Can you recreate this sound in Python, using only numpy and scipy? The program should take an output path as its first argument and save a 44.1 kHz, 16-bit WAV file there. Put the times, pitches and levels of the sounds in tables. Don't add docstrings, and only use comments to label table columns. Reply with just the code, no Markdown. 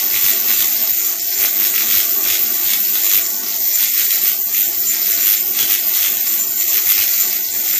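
import sys
import numpy as np
from scipy import signal
from scipy.fft import rfft, irfft
from scipy.io import wavfile
from scipy.ndimage import uniform_filter1d

SR = 44100
rng = np.random.default_rng(int(sys.argv[2]) if len(sys.argv) > 2 else 0)


def natural_amplitude(level_db):
    exponent = np.asarray(level_db, float) / 20
    return 10 ** exponent


def inscribe(sig):
    pcm = np.round(np.clip(np.atleast_2d(sig).T, -1, 1) * 32767)
    wavfile.write(sys.argv[1], SR, pcm.astype(np.int16))


N = 343539

# time in seconds, lag in half-waves.
MAINS_LAG = [(0, .07), (.4, .2), (1, .44), (1.35, .57), (2.05, .83), (2.5, .94), (2.85, 1.02),
             (3.35, 1.085), (4, 1.16), (4.75, 1.18), (5.5, 1.2), (6, 1.19), (6.5, 1.165), (7, 1.13),
             (7.79, 1.07)]
# time in seconds, whistle level in dB.
VIGOUR = [(0, -21), (.7, -19.5), (1.05, -19), (1.19, -26.5), (1.32, -21), (2.1, -19.5), (3.15, -20),
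          (3.35, -25), (3.65, -21), (4.2, -20), (4.42, -23.5), (5.25, -20), (5.47, -23), (6.15, -20),
          (6.5, -23.5), (7.2, -16.5), (7.45, -25), (7.79, -17)]
# break in seconds, climb in seconds, whistle gain in dB, sputter gain in dB.
CLIMBS = [(.18, .09, 2, 8.5), (0.307, .13, 8.5, 9.5), (0.523, 0.066, 5, 8), (.63, .09, 6, 9),
          (0.947, .16, 3, -1.5), (1.46, .1, 8, 10.5), (1.671, .15, 7.5, 7), (1.805, .1, 3, 6.5),
          (2.004, .17, 7, 10), (2.352, .14, 1.5, 9.5), (2.732, .12, 3.5, 7), (2.978, .07, 3, 4.5),
          (3.072, .06, 3.5, 4.5), (3.187, .13, 9, 9), (3.846, .11, 7.5, 8), (4.016, .09, 5.5, 9),
          (4.148, .075, 7.5, 7), (4.307, .11, 7, 8.5), (4.624, .13, 10, 9), (4.957, 0.12, 3.5, 6),
          (5.121, .1, 7, 8.5), (5.347, 0.21, 9.5, 12.5), (5.637, .12, 4.5, 12), (5.75, .1, 9.5, 11.5),
          (6.063, 0.21, 4, 9), (6.393, 0.16, 3, 4), (6.638, .08, 6, 4.5), (6.782, 0.12, 7, 9),
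          (6.924, .085, 10, 10), (7.018, .09, 5.5, 8.5)]
# peak in seconds, gain of the half-pitch whistle in dB.
STUMBLES = [(.21, 9), (.95, 7), (.31, 11), (.55, 15), (.64, 4), (1.36, 16.5), (2.005, 4), (1.06, 11),
            (1.2, 14), (1.7, 13), (1.9, 7), (2.36, 5), (2.43, 4), (2.62, -3), (3.05, 20.5), (3.13, 16),
            (3.23, 19), (3.741, 22.5), (3.858, 12), (4.016, 15), (4.13, 16), (4.19, 8), (4.535, 13),
            (4.635, 12.5), (4.88, 21), (5.128, 16), (5.231, 19), (5.285, 5), (5.37, 20), (5.62, -2),
            (5.72, 10), (5.8, 9), (6.0, 3), (6.5, 14), (7.26, 12), (7.52, 15.5), (6.281, 18.5),
            (6.398, 20.5), (6.59, 22.5), (6.68, 16.5), (7.2, 14), (7.685, 14), (7.734, 16.5)]
# time in
# seconds, peak in dB, ring in Hz.
STRONG_STRIKES = [(0.1416, -6, 2200), (0.1516, -6, 4130), (0.1617, -6, 2280), (0.1813, -7, 3360),
                  (0.2844, -6, 4130), (0.5034, -5, 2240), (0.5335, -5, 2500), (0.6362, -5, 6500),
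                  (0.9953, -7, 6680), (1.3269, -7, 5560), (1.357, -7, 5510), (1.4278, -5, 2110),
                  (1.4484, -4, 2070), (1.6188, -6, 2200), (1.6497, -5, 2200), (1.7393, -7, 2150),
                  (1.7589, -7, 3100), (1.7802, -3, 6120), (1.8191, -6, 6070), (1.8895, -7, 7190),
                  (1.9498, -7, 5730), (2.01, -7, 7970), (2.2614, -6, 2070), (2.3538, -6, 5810),
                  (2.3814, -7, 6720), (2.7226, -7, 2800), (3.0351, -7, 5900), (3.1538, -7, 3010),
                  (3.4744, -7, 5990), (3.4944, -7, 5900), (3.5345, -7, 6240), (3.6749, -7, 5770),
                  (3.745, -7, 6160), (3.8574, -6, 5770), (3.9558, -6, 5810), (3.9955, -4, 3100),
                  (4.0055, -7, 3190), (4.0666, -7, 5510), (4.1458, -7, 5430), (4.5467, -6, 6630),
                  (4.6284, -7, 5680), (4.8978, -7, 5900), (4.9668, -7, 5770), (5.0469, -7, 5730),
                  (5.1875, -6, 5730), (5.2285, -7, 6800), (5.2376, -6, 5640), (5.3072, -7, 5510),
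                  (5.6083, -6, 6930), (6.049, -6, 5640), (6.5781, -7, 6550), (6.6081, -7, 5640),
                  (7.0283, -5, 5860), (7.3184, -6, 5770), (7.3584, -6, 6550), (7.3684, -7, 6630),
                  (7.5484, -7, 5680), (7.5584, -7, 7410), (7.6784, -6, 6330), (7.7385, -7, 2020),
                  (0.1516, -6, 4090), (0.1617, -6, 2560), (0.302, -5, 5940), (0.5034, -5, 2150),
                   (0.5335, -5, 4130), (0.6362, -5, 6420), (1.3169, -6, 6870), (1.3777, -5, 6800),
                   (1.4073, -4, 6700), (1.4278, -5, 2110), (1.4484, -4, 2150), (1.6188, -6, 2150),
                   (1.6497, -5, 4050), (1.7802, -3, 2820), (1.8092, -2, 5400), (2.0026, -4, 6290),
                   (2.7352, -3, 5620), (3.1144, -3, 6650), (3.1748, -6, 6440), (3.1839, -6, 7000),
                   (3.6548, -6, 5960), (3.7149, -4, 5900), (3.7554, -5, 5840), (3.7751, -6, 5900),
                   (3.7855, -5, 6440), (3.9955, -4, 3190), (4.0155, -3, 6220), (4.1357, -5, 5730),
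                   (4.1577, -4, 5940), (4.9072, -5, 6610), (4.918, -5, 7080), (4.9968, -6, 6610),
                   (5.0669, -6, 5990), (5.1289, -3, 5960), (5.2376, -6, 5750), (5.3474, -4, 5860),
                   (5.7076, -5, 5170), (5.7504, -5, 6120), (6.049, -6, 2690), (6.07, -5, 7430),
                   (6.2684, -5, 5790), (6.6186, -6, 5840), (6.6286, -5, 6500), (6.7187, -6, 6570),
                   (6.7582, -6, 5300), (6.7783, -2, 5810), (6.7883, -3, 6030), (6.8187, -6, 6400),
                   (6.8286, -6, 6630), (6.8691, -3, 6440), (7.0206, -2, 6460), (7.0789, -3, 5920),
                   (7.0889, -3, 6400), (7.1188, -4, 6500), (7.1789, -5, 6440), (7.1888, -5, 6520),
                   (7.2288, -5, 5790), (7.5384, -6, 7190), (7.6985, -6, 5810), (7.7585, -4, 7170)]
# time in seconds, level in dB.
BREAKDOWN = [(0, -0.5), (.6, -2.5), (.8, -1), (1.45, 0), (2.15, -2), (2.5, -3.5), (3.13, -3.5), (3.27, 0),
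             (3.55, 0.5), (4.25, -1.5), (4.4, -6.5), (4.8, -2), (4.95, 1), (5.5, -5), (6.5, -4), (6.75, 1),
             (7.2, 1.5), (7.47, -2), (7.79, -3)]
# frequency in Hz, gain in dB.
SNAP_COLOUR = [(300, -32), (1000, -15), (1600, -1), (2200, 1.5), (3000, 0.5), (4300, 2), (6500, -4.5),
               (8500, -10.5), (11000, 0.5), (14000, -6)]
# frequency in Hz, gain in dB.
SPUTTER_COLOUR = [(300, -49.5), (1000, -9.5), (2200, 6), (3000, 6), (4000, 5), (5000, 4.5), (6500, 10),
                  (8500, 1), (10500, 2), (12500, -4.5), (14000, 3)]
# time in seconds, level in dB.
FOULING = [(0, -0.77), (.3, 1.04), (1.2, -1), (1.5, -1), (1.75, 1), (2.3, -1.77), (2.7, 1.63), (2.95, 1.5),
           (3.15, 1.5), (3.3, -3.5), (3.68, -4.5), (3.8, .4), (4.1, -1), (4.45, 0), (4.55, 0.5), (4.75, -2),
           (5.43, -2.5), (5.55, 1), (6.3, 0.8), (6.9, -2), (7.79, 0.8)]
# time in seconds, frequency in Hz.
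CHANNEL = [(0.0, 3761), (1.34, 4000), (1.71, 3660), (4.23, 3907), (4.29, 2963), (4.38, 3670), (5.21, 3915),
           (5.27, 3130), (5.4, 4070), (5.71, 3100), (5.84, 4100), (5.99, 3430), (6.68, 4206), (6.77, 3210),
           (6.83, 3990), (6.99, 2866), (7.12, 4073), (7.79, 3840)]
# frequency in Hz, gain in dB.
CORONA_COLOUR = [(5000, -30.5), (6000, -8.5), (7100, 7.5), (7600, -4), (9000, -29.5)]
# frequency in Hz, gain in dB.
SUPPLY_HISS_COLOUR = [(6000, -24), (8000, 3.5), (10000, -2), (12500, -6), (13500, -2.5)]
# start in seconds, length in seconds, level in dB.
HUM_BURSTS = [(0.099, 0.11, -45), (0.224, 0.052, -42), (0.577, 0.047, -44), (0.904, 0.038, -48),
              (1.792, 0.047, -49), (1.86, 0.069, -47), (1.95, 0.049, -40), (2.221, 0.047, -51),
              (2.285, 0.064, -43), (2.626, 0.067, -46), (3.136, 0.048, -44), (4.458, 0.054, -57),
              (4.76, 0.057, -51), (4.864, 0.052, -50.5), (5.434, 0.105, -51), (5.614, 0.044, -43.5),
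              (5.996, 0.045, -46), (6.154, 0.039, -53), (6.485, 0.023, -48), (6.857, 0.063, -48),
              (6.977, 0.055, -43.5), (7.48, 0.025, -50)]
# frequency in Hz, density in dB per Hz.
ROOM_TONE = [(60, -31.5), (150, -31), (210, 0.5), (400, 4.5), (500, -16.5), (680, -2.5), (900, 0.5),
             (1000, -32), (1100, 5.5), (1300, -4.5), (1800, -1.5), (3000, -37)]
# time in seconds, level in dB.
ROOM_TONE_DB = [(0, -39), (.3, -37), (1, -41.5), (2.2, -37), (3.6, -42), (4.4, -43), (5.1, -40),
                (6.7, -41.5), (7.79, -42)]
# frequency in Hz, width in Hz, level in dB.
DRONES = [(217.9, 7.8, -53), (345.7, 8.3, -52), (392.8, 12, -53), (666.7, 5.8, -50), (791.5, 7.2, -58.5),
          (881, 7.2, -58), (1502, 6.4, -53.5)]
# frequency in Hz, gain in dB.
MIC_TOP = [(5000, 3), (9000, 14.5), (12000, 1.5), (13300, -4.5), (14400, -3.5)]
# frequency in Hz, share of the time lost.
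DROPPED = [(130, .04), (215, .09), (390, .05), (474, .5), (560, .7), (645, .12), (905, .35), (990, .97),
           (1075, .28), (1300, .55), (1480, .18), (1600, .4), (1850, .05), (7500, .0), (10000, .2),
           (12000, .25), (13200, .0)]

HALF_WAVES_PER_S = 99.9
EARLIEST_STRIKE, ARCH_LAG = .13, .04
SWITCHING_HZ = 14450
HELD_SHARE = .35
WHISTLE_DIES_S, SPUTTER_DIES_S = .015, .05
SPUTTER_DB, SPUTTER_FOLLOWS = -28, 1.3
STUMBLE_RISE_S, STUMBLE_FALL_S = 0.035, 0.061
HALF_DB, HALF_FOLLOWS = -30, 0.61
LONG_ARC_LOSS_DB = -2
SNAP_RING_HZ, SNAP_RING_SPREAD_HZ = 6400, 840
RING_CYCLES, RING_LONGEST_S = 19, 0.004
SNAP_DB, HARD_SNAP_DB, HARD_RING_DB = -8, 4, -4.5
WIRE_RING_HZ, WIRE_RING_T60_S, WIRE_RING_DB = 2332, 0.0048, -14.5
WIRE_FOLLOWS = .35
CHANNEL_SAG_HZ_PER_DB, CHANNEL_WANDER_HZ = 12, 90.47
CORONA_DB = -5
CORONA_EDGE_HZ, CORONA_EDGE_HZ_PER_DB = 13200, 90
CORONA_LOW_DB, CORONA_LOW_FOLLOWS = -11.5, 0.25
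HUM_EDGE_S, HUM_OFFSET = 0.0024, .2
HAND_DRIFT_HZ = 1.3


def rms_one(x):
    return x / np.sqrt(np.mean(x ** 2) + 1e-20)


def in_time(rows):
    s, value = np.transpose(rows)
    return np.interp(np.arange(N) / SR, s, value)


def coloured(x, points, size=4096):
    hz, db = np.transpose(points)
    bins_hz = np.arange(size // 2 + 1) * SR / size
    cepstrum = irfft(np.log(natural_amplitude(np.interp(np.log(bins_hz + 1), np.log(hz), db))))
    cepstrum[1:size // 2] *= 2
    cepstrum[size // 2 + 1:] = 0
    return signal.fftconvolve(x, irfft(np.exp(rfft(cepstrum))))[:N]


def flicker(hz):
    low = signal.butter(2, hz, fs=SR, output="sos")
    return rms_one(signal.sosfilt(low, rng.standard_normal(N + SR))[SR:])


def swells(corners_s, gains_db):
    out = np.zeros(N)
    for corners, gain_db in zip(corners_s, gains_db):
        span = slice(max(int(corners[0] * SR), 0), int(corners[-1] * SR))
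        shape = np.interp(np.arange(N)[span] / SR, corners, [0, 1, 1, 0])
        out[span] = np.maximum(out[span], gain_db * shape)
    return out


def stretch_of(whistle_db):
    return np.clip((whistle_db + 21.0) / 9, 0, 1)


def arc_state():
    vigour_db = in_time(VIGOUR)
    s, climb_s, whistle_gain_db, sputter_gain_db = np.transpose(CLIMBS)
    start, held = s - climb_s, s - HELD_SHARE * climb_s
    whistle_db = vigour_db + swells(np.c_[start, held, s, s + WHISTLE_DIES_S], whistle_gain_db)
    lift_db = swells(np.c_[start, held, s, s + SPUTTER_DIES_S], sputter_gain_db)
    sputter_db = SPUTTER_DB + SPUTTER_FOLLOWS * (vigour_db + 21) + lift_db + in_time(FOULING)

    s, gain_db = np.transpose(STUMBLES)
    stumble_db = swells(np.c_[s - STUMBLE_RISE_S, s, s, s + STUMBLE_FALL_S], gain_db)
    half_db = HALF_DB + HALF_FOLLOWS * (vigour_db + 22.5) + stumble_db
    half_db -= LONG_ARC_LOSS_DB * stretch_of(whistle_db)

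    sag_hz = CHANNEL_SAG_HZ_PER_DB * (sputter_db - SPUTTER_DB)
    channel_hz = in_time(CHANNEL) - sag_hz + CHANNEL_WANDER_HZ * flicker(6)
    return whistle_db, channel_hz, half_db, sputter_db


def mains():
    turns = HALF_WAVES_PER_S * np.arange(N) / SR - in_time(MAINS_LAG) + EARLIEST_STRIKE + 2.025
    return turns.astype(int), turns % 1


def burning(wave, place, whistle_db):
    scatter = rng.exponential(1, wave[-1] + 1)[wave]
    return place > EARLIEST_STRIKE + .03 * stretch_of(whistle_db) ** 2 + .005 * scatter


def whistles(wave, place, lit, whistle_db, half_db):
    late = place - ARCH_LAG
    voltage = np.clip(1.06 * np.sin(np.pi * late), 1e-9, 1)
    luck = rng.standard_normal((wave[-1] + 1, 3))[wave].T
    stretch = stretch_of(whistle_db)
    top_hz = (SWITCHING_HZ - 170 * stretch) * (1 + .003 * luck[0])
    sag = .08 + .05 * np.clip((whistle_db + 26) / 6, 0, 1) + .1 * stretch ** 2
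    turns = np.cumsum(top_hz * voltage ** sag) / SR
    half_turns = np.cumsum(top_hz * voltage ** .05) / SR / 2

    on = lit * (np.abs(late - .5) < .33 + .08 * stretch ** 2)
    power = uniform_filter1d(on * voltage ** (.5 + 1.3 * stretch), size=12)
    unsteady = 1 - .8 * stretch
    full_level = power * natural_amplitude(2.4 * unsteady * luck[1] + 1.4 * unsteady * flicker(920))
    full = full_level * np.sin(2 * np.pi * turns + 0.19 * unsteady * flicker(600))
    half_level = power * natural_amplitude(2.4 * luck[2] + 1.2 * flicker(400))
    half = half_level * np.sin(2 * np.pi * half_turns + .4 * flicker(800))
    return natural_amplitude(whistle_db - 0.7) * rms_one(coloured(full, MIC_TOP)) + natural_amplitude(half_db - 12.0) * rms_one(half)


def strikes(wave, lit, sputter_db):
    clicks, rings = np.zeros(N), np.zeros(N + SR)
    listed = {row[0]: row for row in STRONG_STRIKES}
    s, peak_db, ring_hz = np.transpose(list(listed.values()))
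    hard = ((s - .00006) * SR).astype(int)
    at = np.flatnonzero(np.diff(lit.astype(int)) > 0)
    at = at[np.abs(at[:, None] - hard).min(axis=1) > SR / HALF_WAVES_PER_S / 2]
    luck = rng.standard_normal((wave[-1] + 1, 2))[wave[at]].T
    force_db = 3.2 * np.clip(luck[0], -3, .6) - .8 + in_time(BREAKDOWN)[at]

    common_db = .45 * (sputter_db[at] + 26) + SNAP_DB + force_db
    ring_db = np.r_[.2 * sputter_db[at] - 4 + force_db, peak_db + HARD_RING_DB]
    ring_hz = np.r_[SNAP_RING_HZ + SNAP_RING_SPREAD_HZ * luck[1], ring_hz]
    at = np.r_[at, hard]
    clicks[at] = natural_amplitude(np.r_[common_db, peak_db + HARD_SNAP_DB])
    age = np.arange(SR // 100) / SR
    for i, level_db, hz in zip(at, ring_db, ring_hz):
        t60_s = min(RING_CYCLES / hz, RING_LONGEST_S)
        rings[i:i + len(age)] += natural_amplitude(level_db - 60 * age / t60_s) * np.sin(2 * np.pi * hz * age)

    wire = natural_amplitude(WIRE_RING_DB - 60 * age / WIRE_RING_T60_S) * np.sin(2 * np.pi * WIRE_RING_HZ * age)
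    jolts = clicks * natural_amplitude(WIRE_FOLLOWS * (sputter_db - SPUTTER_DB))
    snaps = coloured(clicks, SNAP_COLOUR) + signal.fftconvolve(jolts, wire)[:N]
    thin = signal.butter(2, 1100, "high", fs=SR, output="sos")
    return signal.sosfilt(thin, snaps) + rings[:N]


def sputter(place, lit, sputter_db, channel_hz, stretch):
    fading = lit * natural_amplitude(-9.5 * place + 2.0 * flicker(160))
    sizes = natural_amplitude(3.5 * np.minimum(rng.exponential(1, N), 4)) * rng.choice([-1, 1], N)
    grains = rms_one(sizes * (rng.random(N) < 2500 / SR))
    hiss = 0.46 * rng.standard_normal(N)
    broad = rms_one(coloured(fading * (grains + hiss), SPUTTER_COLOUR))
    channel = rms_one(fading * flicker(270) * np.sin(2 * np.pi * np.cumsum(channel_hz) / SR))
    both = natural_amplitude(-LONG_ARC_LOSS_DB * stretch) * broad + natural_amplitude(0.84 * sputter_db + 5.5) * channel
    return natural_amplitude(sputter_db - 4.0) * both


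def corona():
    vigour_db = in_time(VIGOUR)
    spread = signal.sosfilt(signal.butter(6, 800, fs=SR, output="sos"), rng.standard_normal(N))
    centre_hz = CORONA_EDGE_HZ + 800 - CORONA_EDGE_HZ_PER_DB * (vigour_db + 21)
    shifted = spread * np.sin(2 * np.pi * np.cumsum(centre_hz) / SR)
    high = rms_one(coloured(shifted, [(13000, -5.5), (14300, 2.0)]))
    low = rms_one(coloured(rng.standard_normal(N), CORONA_COLOUR))
    low_gain = natural_amplitude(CORONA_LOW_DB + CORONA_LOW_FOLLOWS * (vigour_db + 20))
    return natural_amplitude(vigour_db + CORONA_DB + 0.48 * flicker(150)) * (high + low_gain * low)


def supply_hiss():
    return natural_amplitude(-39) * rms_one(coloured(rng.standard_normal(N), SUPPLY_HISS_COLOUR))


def hum_bursts(place):
    level = np.zeros(N)
    for s, length_s, db in HUM_BURSTS:
        first, count = int((s - HUM_EDGE_S) * SR), int((length_s + 2 * HUM_EDGE_S) * SR)
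        level[first:first + count] += natural_amplitude(db + 4) * np.hanning(count)
    return level * (np.sin(2 * np.pi * place) + HUM_OFFSET)


def room(x, wet, t60_s=0.2, wall_db=-8, count=3):
    age = np.arange(SR // 3) / SR
    tails = rng.standard_normal((count, len(age))) * natural_amplitude(-60 * age / t60_s) * (age > .003)
    tails *= natural_amplitude(0.5) / np.sqrt(np.sum(tails[0] ** 2))
    sent = wet * x
    sent = np.r_[sent[:len(age)], sent]
    out = x + natural_amplitude(wall_db) * np.roll(sent, round(.0015 * SR))[len(age):]
    turn = 2 * np.pi * HAND_DRIFT_HZ * np.arange(len(sent)) / SR
    for k, tail in enumerate(tails):
        share = np.sqrt(2 / count) * np.cos(turn + np.pi * k / count)
        out += signal.fftconvolve(share * sent, tail)[len(age):len(age) + N]
    return out


def room_tone():
    out = rms_one(coloured(rng.standard_normal(N), ROOM_TONE))
    for hz, width_hz, db in DRONES:
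        b, a = signal.iirpeak(hz, hz / width_hz, fs=SR)
        out += natural_amplitude(db + 43.0) * rms_one(signal.lfilter(b, a, rng.standard_normal(N)))
    return natural_amplitude(in_time(ROOM_TONE_DB) + 1.5 * flicker(6)) * out


def recorder_rumble():
    return natural_amplitude(-86) * flicker(140)


def scene():
    whistle_db, channel_hz, half_db, sputter_db = arc_state()
    stretch = stretch_of(whistle_db)
    wave, place = mains()
    lit = burning(wave, place, whistle_db)
    arc = whistles(wave, place, lit, whistle_db, half_db)
    arc += strikes(wave, lit, sputter_db)
    arc += sputter(place, lit, sputter_db, channel_hz, stretch)
    arc += corona() + supply_hiss()
    in_room = room(arc, wet=1 - .55 * stretch)
    heard = np.clip(in_room + room_tone(), -.78, .78)
    no_rumble = signal.butter(6, 185, "high", fs=SR, output="sos")
    return (signal.sosfilt(no_rumble, heard) + hum_bursts(place) + recorder_rumble())[None]


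def lose_weak_bands(x, size=2048, count=4):
    hz, _, frames = signal.stft(x, SR, "cosine", size)
    first = np.arange(0, len(hz), count)
    power = np.add.reduceat(np.abs(frames) ** 2, first)
    power = uniform_filter1d(power, size=3, axis=1) + 1e-20
    around = uniform_filter1d(np.log(power), size=11, axis=0)
    masking = np.interp(hz[first], [700, 950, 1050, 2000, 8000, 11000], [.7, .9, 0, .2, .85, 1.3])[:, None]
    need = np.log(power) - np.clip(1 - masking, 0, 1) * .45 * around
    need -= masking * np.log(power.sum(axis=0))
    rank = need.argsort(axis=1).argsort(axis=1) / need.shape[1]
    lost_share = np.interp(hz[first] + 2 * hz[1], *np.transpose(DROPPED))
    kept = rank >= lost_share[:, None]
    gain = np.where(kept, 1, .01)[np.arange(len(hz)) // count]
    return signal.istft(frames * gain, SR, "cosine", size)[1][:N]


def roll_off(x):
    return signal.sosfilt(signal.butter(12, 15900, fs=SR, output="sos"), x)


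def record(dry):
    x = lose_weak_bands(dry[0])
    top_cut = signal.ellip(8, .3, 28, 14500, fs=SR, output="sos")
    x = signal.sosfiltfilt(top_cut, x)
    return roll_off(x[None])


dry = scene()
out = record(dry)
inscribe(out)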